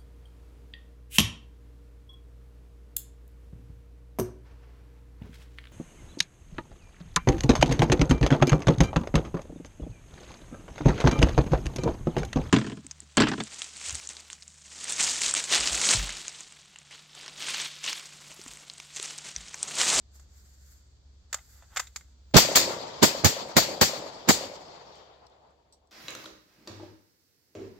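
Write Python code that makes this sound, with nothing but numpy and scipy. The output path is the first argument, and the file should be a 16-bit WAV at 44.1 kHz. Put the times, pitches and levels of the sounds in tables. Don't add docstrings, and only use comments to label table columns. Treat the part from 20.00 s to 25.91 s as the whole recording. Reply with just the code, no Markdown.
import sys
import numpy as np
from scipy import signal
from scipy.fft import rfft, irfft, next_fast_len
from scipy.io import wavfile
from scipy.ndimage import uniform_filter1d, map_coordinates

SR = 44100
rng = np.random.default_rng(int(sys.argv[2]) if len(sys.argv) > 2 else 0)


def store_wav(level_fs):
    pcm = np.round(np.clip(np.atleast_2d(level_fs), -1, 1) * 32767)
    wavfile.write(sys.argv[1], SR, pcm.T.astype(np.int16))


N = 260631
T = np.arange(N) / SR

# [t/s, report level/dB, body shelf level/dB, right-port thump level/dB, thump f/Hz,
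#         low swell level/dB, bright swell level/dB, swell duration t/s]
SHOT_ROWS = [(2.3666, 12, 0.5, 6.5, 210, 10.5, 0.5, .03), (2.5567, 9.5, -5, -10.5, 240, -23, -3, .012),
             (3.028, 7, 1.5, 10, 198, -4.5, -5, .014), (3.2456, 6, 0.5, 6, 111, 1, -19.5, .014),
             (3.567, 7, 5, 8.5, 174, -7, -12.5, 0.014), (3.8127, 6.5, 2.5, 5, 126.2, -14.5, -11, 0.0091),
             (4.2884, 5, 5, 7.5, 180, -4.5, -11, 0.019)]
# [delay t/s, level/dB, left-right level/dB]
TRUNK_ECHOES = [(0.048, -2, 7.5), (.082, 7.5, -1), (.1205, 10, 1), (.128, 2.5, 1), (.149, 6, -1.5),
                (.167, -0.5, 3), (.21, 3, 5), (.227, 3, 7), (.248, 2.5, -1.5)]
NEAREST_ECHO = (0.0197, 7.9, 13)
# [f/Hz, level/dB, decay t60/s, left-right level/dB]
BLAST_DECAY = [(100, -17, 0.18, -17), (550, -2, 0.056, 6.5), (2000, -3.5, 0.039, -2.5),
               (4485, -9.5, 0.092, 9), (7100, -15, 0.062, 0.5), (16000, -8, 0.09, 5.5)]
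BUSH_DECAY = [(100, -24.5, 1, 1), (496, -14.5, 0.27, -9), (2060, -14, 0.48, 13), (5300, -2.5, 0.28, 1.5),
              (16000, -3.5, 0.2, 0)]
TREE_DECAY = [(40, -41, 4, 1), (112, -25, 1.2, -7.5), (312, -14.5, 1.1, 3.5), (554, -17.5, 3.4, 0.5),
              (960, -18.5, 2.85, 2.5), (1540, -29, 2.6, 2), (2280, -27.5, 1.96, 6.5),
              (5100, -25.5, 1.57, 8), (8250, -25.5, 0.92, -4.5), (16024, -28.5, .6, 6)]
EDGE_DECAY = [(297.6, -52, 0.9, 3.5), (997, -50, 0.83, -15), (3130, -41.5, 0.97, 15.5),
              (5640, -40, 0.35, 0), (8000, -54.5, 0.35, -3.5), (16000, -59.5, .5, 5)]
HILL_DECAY = [(60, -61.5, 5.4, -10.5), (150, -56, 7.9, 1), (353, -36.5, 6.01, -2), (600, -30.5, 1.2, -1),
              (1190, -42, 2.9, 3), (3300, -44.5, 4.4, 4.5), (7500, -56.5, 4.8, 1.5), (16040, -74, 3, 1)]
# [f/Hz, correlation/1]
COHERENCE = [(60, 0.82), (180, 1), (550, 0.32), (1650, -0.08), (4970, 0.04), (15000, -0.01)]
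# [t/s, level/dB, main decay t60/s, favoured ring f/Hz, brightness level/dB]
HOLSTER_CONTACTS = [(0.153, -57.5, 0.092, 900, 4.5), (0.196, -53.5, 0.036, 1200, 7),
                    (1.3283, -23.5, 0.028, 1520, 3), (1.3429, -23.5, 0.03, 1410, 3),
                    (1.385, -43.5, 0.044, 1950, -14.5), (1.623, -42.5, 0.053, 1050, -13),
                    (1.761, -24, 0.071, 1610, -2.5), (1.77, -14, 0.039, 1820, -4),
                    (1.795, -22, 0.027, 1520, 3.5), (1.799, -20.5, 0.025, 1590, 0.5),
                    (1.87, -41, 0.036, 3100, 1), (1.9599, -29, 0.0344, 1800, 6),
                    (1.818, -43.5, 0.028, 1500, -4), (2.009, -45, 0.025, 2020, -4),
                    (2.311, -56, 0.016, 1180, 2)]
# [t/s, level/dB, decay t60/s, favoured ring f/Hz]
STEEL_TICKS = [(3.488, -23.5, 0.023, 12100), (4.74, -46, 0.028, 12790), (4.955, -37.5, 0.025, 6600),
               (5.266, -36, 0.027, 4970), (5.298, -49, .02, 6000), (5.506, -51, 0.017, 7400),
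               (5.724, -37, 0.12, 6900), (5.872, -46, 0.019, 7300)]
# [f/Hz, width f/Hz, level/dB]
SHELL_MODES = [(553, 180, 2), (791, 190, 1.5), (1400, 510, -4.5), (2090, 120, 0), (2520, 400, -7.5),
               (3700, 350, -2.5)]
STEEL_MODES = [(4200, 840, 9), (5670, 150, 14), (6560, 600, -5), (7650, 500, 6), (8370, 490, 15.5),
               (13100, 5500, -3.5)]
# [t/s, level/dB]
SCRAPE_LEVELS = [(1.3, -78), (1.38, -63), (1.45, -92), (1.55, -73), (1.63, -73), (1.68, -84.5), (1.72, -61),
                 (1.76, -58.5), (1.83, -95.5)]
CLOTH_LEVELS = [(0.1, -79.5), (0.15, -65), (0.28, -74), (0.38, -66), (0.57, -69.5), (0.72, -64.5),
                (0.87, -75.5), (1.02, -83), (1.28, -81), (1.33, -70.5), (1.53, -63.5), (1.69, -71),
                (1.75, -63.5), (1.92, -73.5), (1.96, -67), (2.03, -71), (2.18, -80)]
# [f/Hz, level/dB per Hz]
RUSTLE_SPECTRUM = [(600, -30), (1500, -3.5), (3000, -15.5), (6000, -4), (8500, -0.5), (10000, -28.5)]
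FINE_SPECTRUM = [(8000, -37), (10500, 2), (16000, -6.5)]
AIR_SPECTRUM = [(20, -15), (45, -13.5), (90, -11.5), (130, -21), (250, -29), (700, -35), (2200, -42.5),
                (3600, -38), (6400, -41), (9000, -60), (16000, -70.5)]
# [f/Hz, wander f/Hz, rms level/dB]
ENGINE_TONES = [(48.5, 2.7, -68.5), (66.6, 1.7, -61.5)]
# [f/Hz, level/dB]
PORT_COLOUR = [(22, -7.5), (55, 5), (2200, 2.5), (2750, 0), (3500, 3.5), (4150, 4), (4600, 8.5), (5050, 4),
               (6000, 2), (7300, 7), (8300, -3.5), (9700, -16), (11000, -7.5), (13000, -3), (15700, -5),
               (16000, -23.5), (16900, -21.5)]

BOUNCE_HZ, BOUNCE_WIDTH_HZ = 673, 430
ECHO_HZ, ECHO_WIDTH_HZ = 556.6, 170
HOLSTER_PAN_DB, PAN_SCATTER_DB = 0.1, 2.7
AFTER_HISS_DB, AFTER_HISS_T60_S = -35.5, .3
FINE_AT_DB, FINE_DB, FINE_GROWS = -64.5, -58.5, 2.3
TOP_HZ = 16950


def amp(db):
    return 10 ** (np.asarray(db) / 20)


def unit(x):
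    return x / np.sqrt(np.mean(x ** 2) + 1e-20)


def along(rows, hz, axis=1):
    cols = np.transpose(rows)
    return np.interp(np.log(hz + 1), np.log(cols[0] + 1), cols[axis])


def sides(pan_db):
    return amp(np.array([pan_db, -pan_db]) / 2)


def filtered(x, response):
    m = next_fast_len(x.shape[-1] + 8192)
    spectrum = rfft(x, m) * response(np.fft.rfftfreq(m, 1 / SR))
    return irfft(spectrum, m)[..., :x.shape[-1]]


def mode(hz, centre_hz, width_hz):
    return 1j * hz * width_hz / (centre_hz ** 2 - hz * hz + 1j * hz * width_hz)


def wobble(rate, size):
    knots = rng.standard_normal(int(size * rate / SR) + 4)
    return map_coordinates(knots, [np.arange(size) * rate / SR])


def diffuse(size, level):
    def mid_side_gain(hz):
        angle = np.arccos(np.clip(along(COHERENCE, hz), -1, 1)) / 2
        return level(hz) * [np.cos(angle), np.sin(angle)]

    mid, side = filtered(rng.standard_normal((2, size)), mid_side_gain)
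    return np.array([mid + side, mid - side])


def spectral_noise(size, spectrum):
    return unit(diffuse(size, lambda hz: amp(along(spectrum, hz))))


def dying(table, size, hold=0, patchy_db=0):
    noise = diffuse(size, lambda hz: amp(along(table, hz)))
    hz, t, z = signal.stft(noise, SR, nperseg=256)
    patches = uniform_filter1d(rng.standard_normal(z.shape[1:]), size=5, axis=0)
    patches = unit(uniform_filter1d(patches, size=16, axis=1))
    t60 = along(table, hz, axis=2)[:, None]
    fade = amp(patchy_db * patches - 60 * np.maximum(t - hold, 0) / t60)
    pan = sides(along(table, hz, axis=3))[..., None]
    return signal.istft(z * fade * pan, SR, nperseg=256)[1][:, :size]


def onset(t, rise_s):
    return 1 - np.exp(-t / rise_s)


def struck(modes, ring_hz, slope_db=9):
    def response(hz):
        total = 0
        for k, (centre_hz, width_hz, db) in enumerate(modes):
            gain = amp(db - slope_db * abs(np.log2(centre_hz / ring_hz)))
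            total = total + (-1) ** k * gain * mode(hz, centre_hz, width_hz)
        return (1j * hz / (450 + 1j * hz)) ** 2 * total

    return response


def add(bus, s, sound):
    part = bus[:, round(s * SR):][:, :sound.shape[1]]
    part += sound[:, :part.shape[1]]


def shots():
    bus, size = np.zeros((2, N)), N // 2 + SR
    t = T[:size]
    short = t[:SR // 2]
    wave = shock_front(short[:SR // 10])
    returns = reflections(wave, len(short))
    near = short < .035
    clumps = amp(2.26 * wobble(40, size))
    for s, db, body_db, thump_db, thump_hz, low_db, bright_db, swell_s in SHOT_ROWS:
        report = landscape(t, clumps)
        report[:, :len(short)] += muzzle_blast(wave, near * returns, body_db)
        report[:, :len(short)] += dying(BUSH_DECAY, len(short), patchy_db=1.5) + ~near * returns
        add(bus, s, amp(db) * report)
        add(bus, s, amp(thump_db) * port_thump(short, thump_hz))
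        add(bus, s - swell_s, swell(short, thump_hz, low_db, bright_db, swell_s))
    return bus


def shock_front(t):
    u = t / 0.00017
    return (1 - u) * np.exp(-u)


def muzzle_blast(wave, near_returns, body_db):
    size = near_returns.shape[1]
    crackle = amp(np.array([wobble(730, size), wobble(900, size)]))
    blast = crackle * dying(BLAST_DECAY, size, hold=0.018, patchy_db=0.5) + near_returns
    blast[:, :len(wave)] += amp(0.5) * wave
    return filtered(blast, lambda hz: 1 + (amp(body_db) - 1) / (1 + 1j * hz / 2000))


def reflections(wave, size):
    returns = np.zeros((2, size))
    wide = filtered(wave, lambda hz: mode(hz, BOUNCE_HZ, BOUNCE_WIDTH_HZ) ** 2)
    narrow = filtered(wave, lambda hz: mode(hz, ECHO_HZ, ECHO_WIDTH_HZ) ** 2)
    for (delay, db, pan_db), ring in [(NEAREST_ECHO, wide)] + [(echo, narrow) for echo in TRUNK_ECHOES]:
        add(returns, delay, amp(db) * sides(pan_db)[:, None] * ring)
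    return returns


def landscape(t, clumps):
    size = len(t)
    report = clumps * onset(t, 0.015) * dying(TREE_DECAY, size, patchy_db=2.0)
    report += onset(t, .3) * dying(HILL_DECAY, size)
    add(report, .45, onset(t, 0.26) * dying(EDGE_DECAY, size, hold=.25, patchy_db=3))
    return report


def port_thump(t, thump_hz):
    def resonance(hz):
        low_cut = 1j * hz / (60 + 1j * hz)
        return mode(hz, thump_hz, thump_hz) * mode(hz, thump_hz, 3 * thump_hz) * low_cut

    thump = filtered(rng.standard_normal((2, len(t))) * amp(-60 * t / .07), resonance)
    return thump / np.abs(thump).max(axis=1, keepdims=True) * amp([[-11], [0]])


def swell(t, thump_hz, low_db, bright_db, swell_s):
    rise = np.clip(t / swell_s, 0, 1) ** 2.0 * (t < swell_s)
    low = unit(filtered(rng.standard_normal(len(t)),
                        lambda hz: mode(hz, 1.1 * thump_hz, 270) / (1 + 1j * hz / 600)))
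    bright = unit(filtered(rng.standard_normal((2, len(t))), lambda hz: mode(hz, 2400, 2700)))
    low_part = amp(low_db) * amp([[-14], [0]]) * low
    bright_part = amp(bright_db) * amp([[0], [-4]]) * bright
    return rise * (low_part + bright_part)


def handling():
    bus, t = np.zeros((2, N)), T[:SR // 4]
    for s, db, t60, ring_hz, bright_db in HOLSTER_CONTACTS:
        add(bus, s, amp(db) * holster_contact(t, t60, ring_hz, bright_db))
    for s, db, t60, ring_hz in STEEL_TICKS:
        burst = rng.standard_normal((2, len(t))) * amp(-60 * t / t60)
        add(bus, s, amp(db) * filtered(burst, struck(STEEL_MODES, ring_hz, slope_db=13)))
    return bus + holster_scrape()


def holster_contact(t, t60, ring_hz, bright_db):
    shape = onset(t, 0.039 * t60) * (amp(-60 * t / t60) + amp(-23.5 - 60 * t / 0.22))
    rattle = rng.standard_normal((3, len(t))) * shape * amp(2 * wobble(450, len(t)))
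    rattle += 1.97 * np.exp(-((t - .0006) / .00006) ** 2)
    shell = 3 * filtered(rattle[0], struck(SHELL_MODES, ring_hz, slope_db=10.5))
    tick = filtered(rattle[1:], lambda hz: mode(hz, 7200, 2000) + 0.24 * mode(hz, 7300, 12000))
    hiss = amp(AFTER_HISS_DB - 60 * t / AFTER_HISS_T60_S) * spectral_noise(len(t), FINE_SPECTRUM)
    place = sides(HOLSTER_PAN_DB + PAN_SCATTER_DB * rng.standard_normal())[:, None]
    return place * (shell + amp(bright_db) * (tick + hiss))


def holster_scrape():
    level_db = np.interp(T, *np.transpose(SCRAPE_LEVELS), left=-120, right=-120) + 3 * wobble(68, N)
    return amp(level_db) * unit(filtered(rng.standard_normal(N), struck(SHELL_MODES, 1300)))


def clothing():
    rustle_db = np.interp(T, *np.transpose(CLOTH_LEVELS))
    fine_db = FINE_DB + FINE_GROWS * (rustle_db - FINE_AT_DB)
    rustle = amp(rustle_db) * spectral_noise(N, RUSTLE_SPECTRUM)
    fine = amp(fine_db) * spectral_noise(N, FINE_SPECTRUM)
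    return amp(1.1 * wobble(48, N)) * (rustle + fine)


def engine_drone():
    drone = np.zeros(N)
    for hz, wander_hz, db in ENGINE_TONES:
        cycles = hz * T + np.cumsum(wander_hz * wobble(2.3, N)) / SR
        drone += amp(db) * unit(np.sin(2 * np.pi * cycles) * amp(2.0 * wobble(9.1, N)))
    return drone


def open_air():
    return amp(-65.5 + 0.47 * wobble(2.7, N)) * spectral_noise(N, AIR_SPECTRUM)


def scene():
    return shots() + handling() + clothing() + engine_drone() + open_air()


def record(dry):
    cep = irfft(np.log(amp(along(PORT_COLOUR, np.fft.rfftfreq(2048, 1 / SR)))))
    cep[1:1024], cep[1025:] = 2 * cep[1:1024], 0
    port = irfft(np.exp(rfft(cep)))
    x = signal.fftconvolve(dry, port[None], axes=1)[:, :N]
    need_db = np.clip(-6 - 20 * np.log10(np.abs(x).max(axis=0) + 1e-9), -17, 0)
    creep_db = .5 * T
    x = x * amp(np.minimum(0, creep_db + np.minimum.accumulate(need_db - creep_db)))
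    x += amp(-91) * rng.standard_normal(x.shape)
    x = x / (1 + np.abs(x / .95) ** 4) ** (1 / 4)
    return filtered(x, lambda hz: hz < TOP_HZ)


dry = scene()
out = record(dry)
store_wav(out)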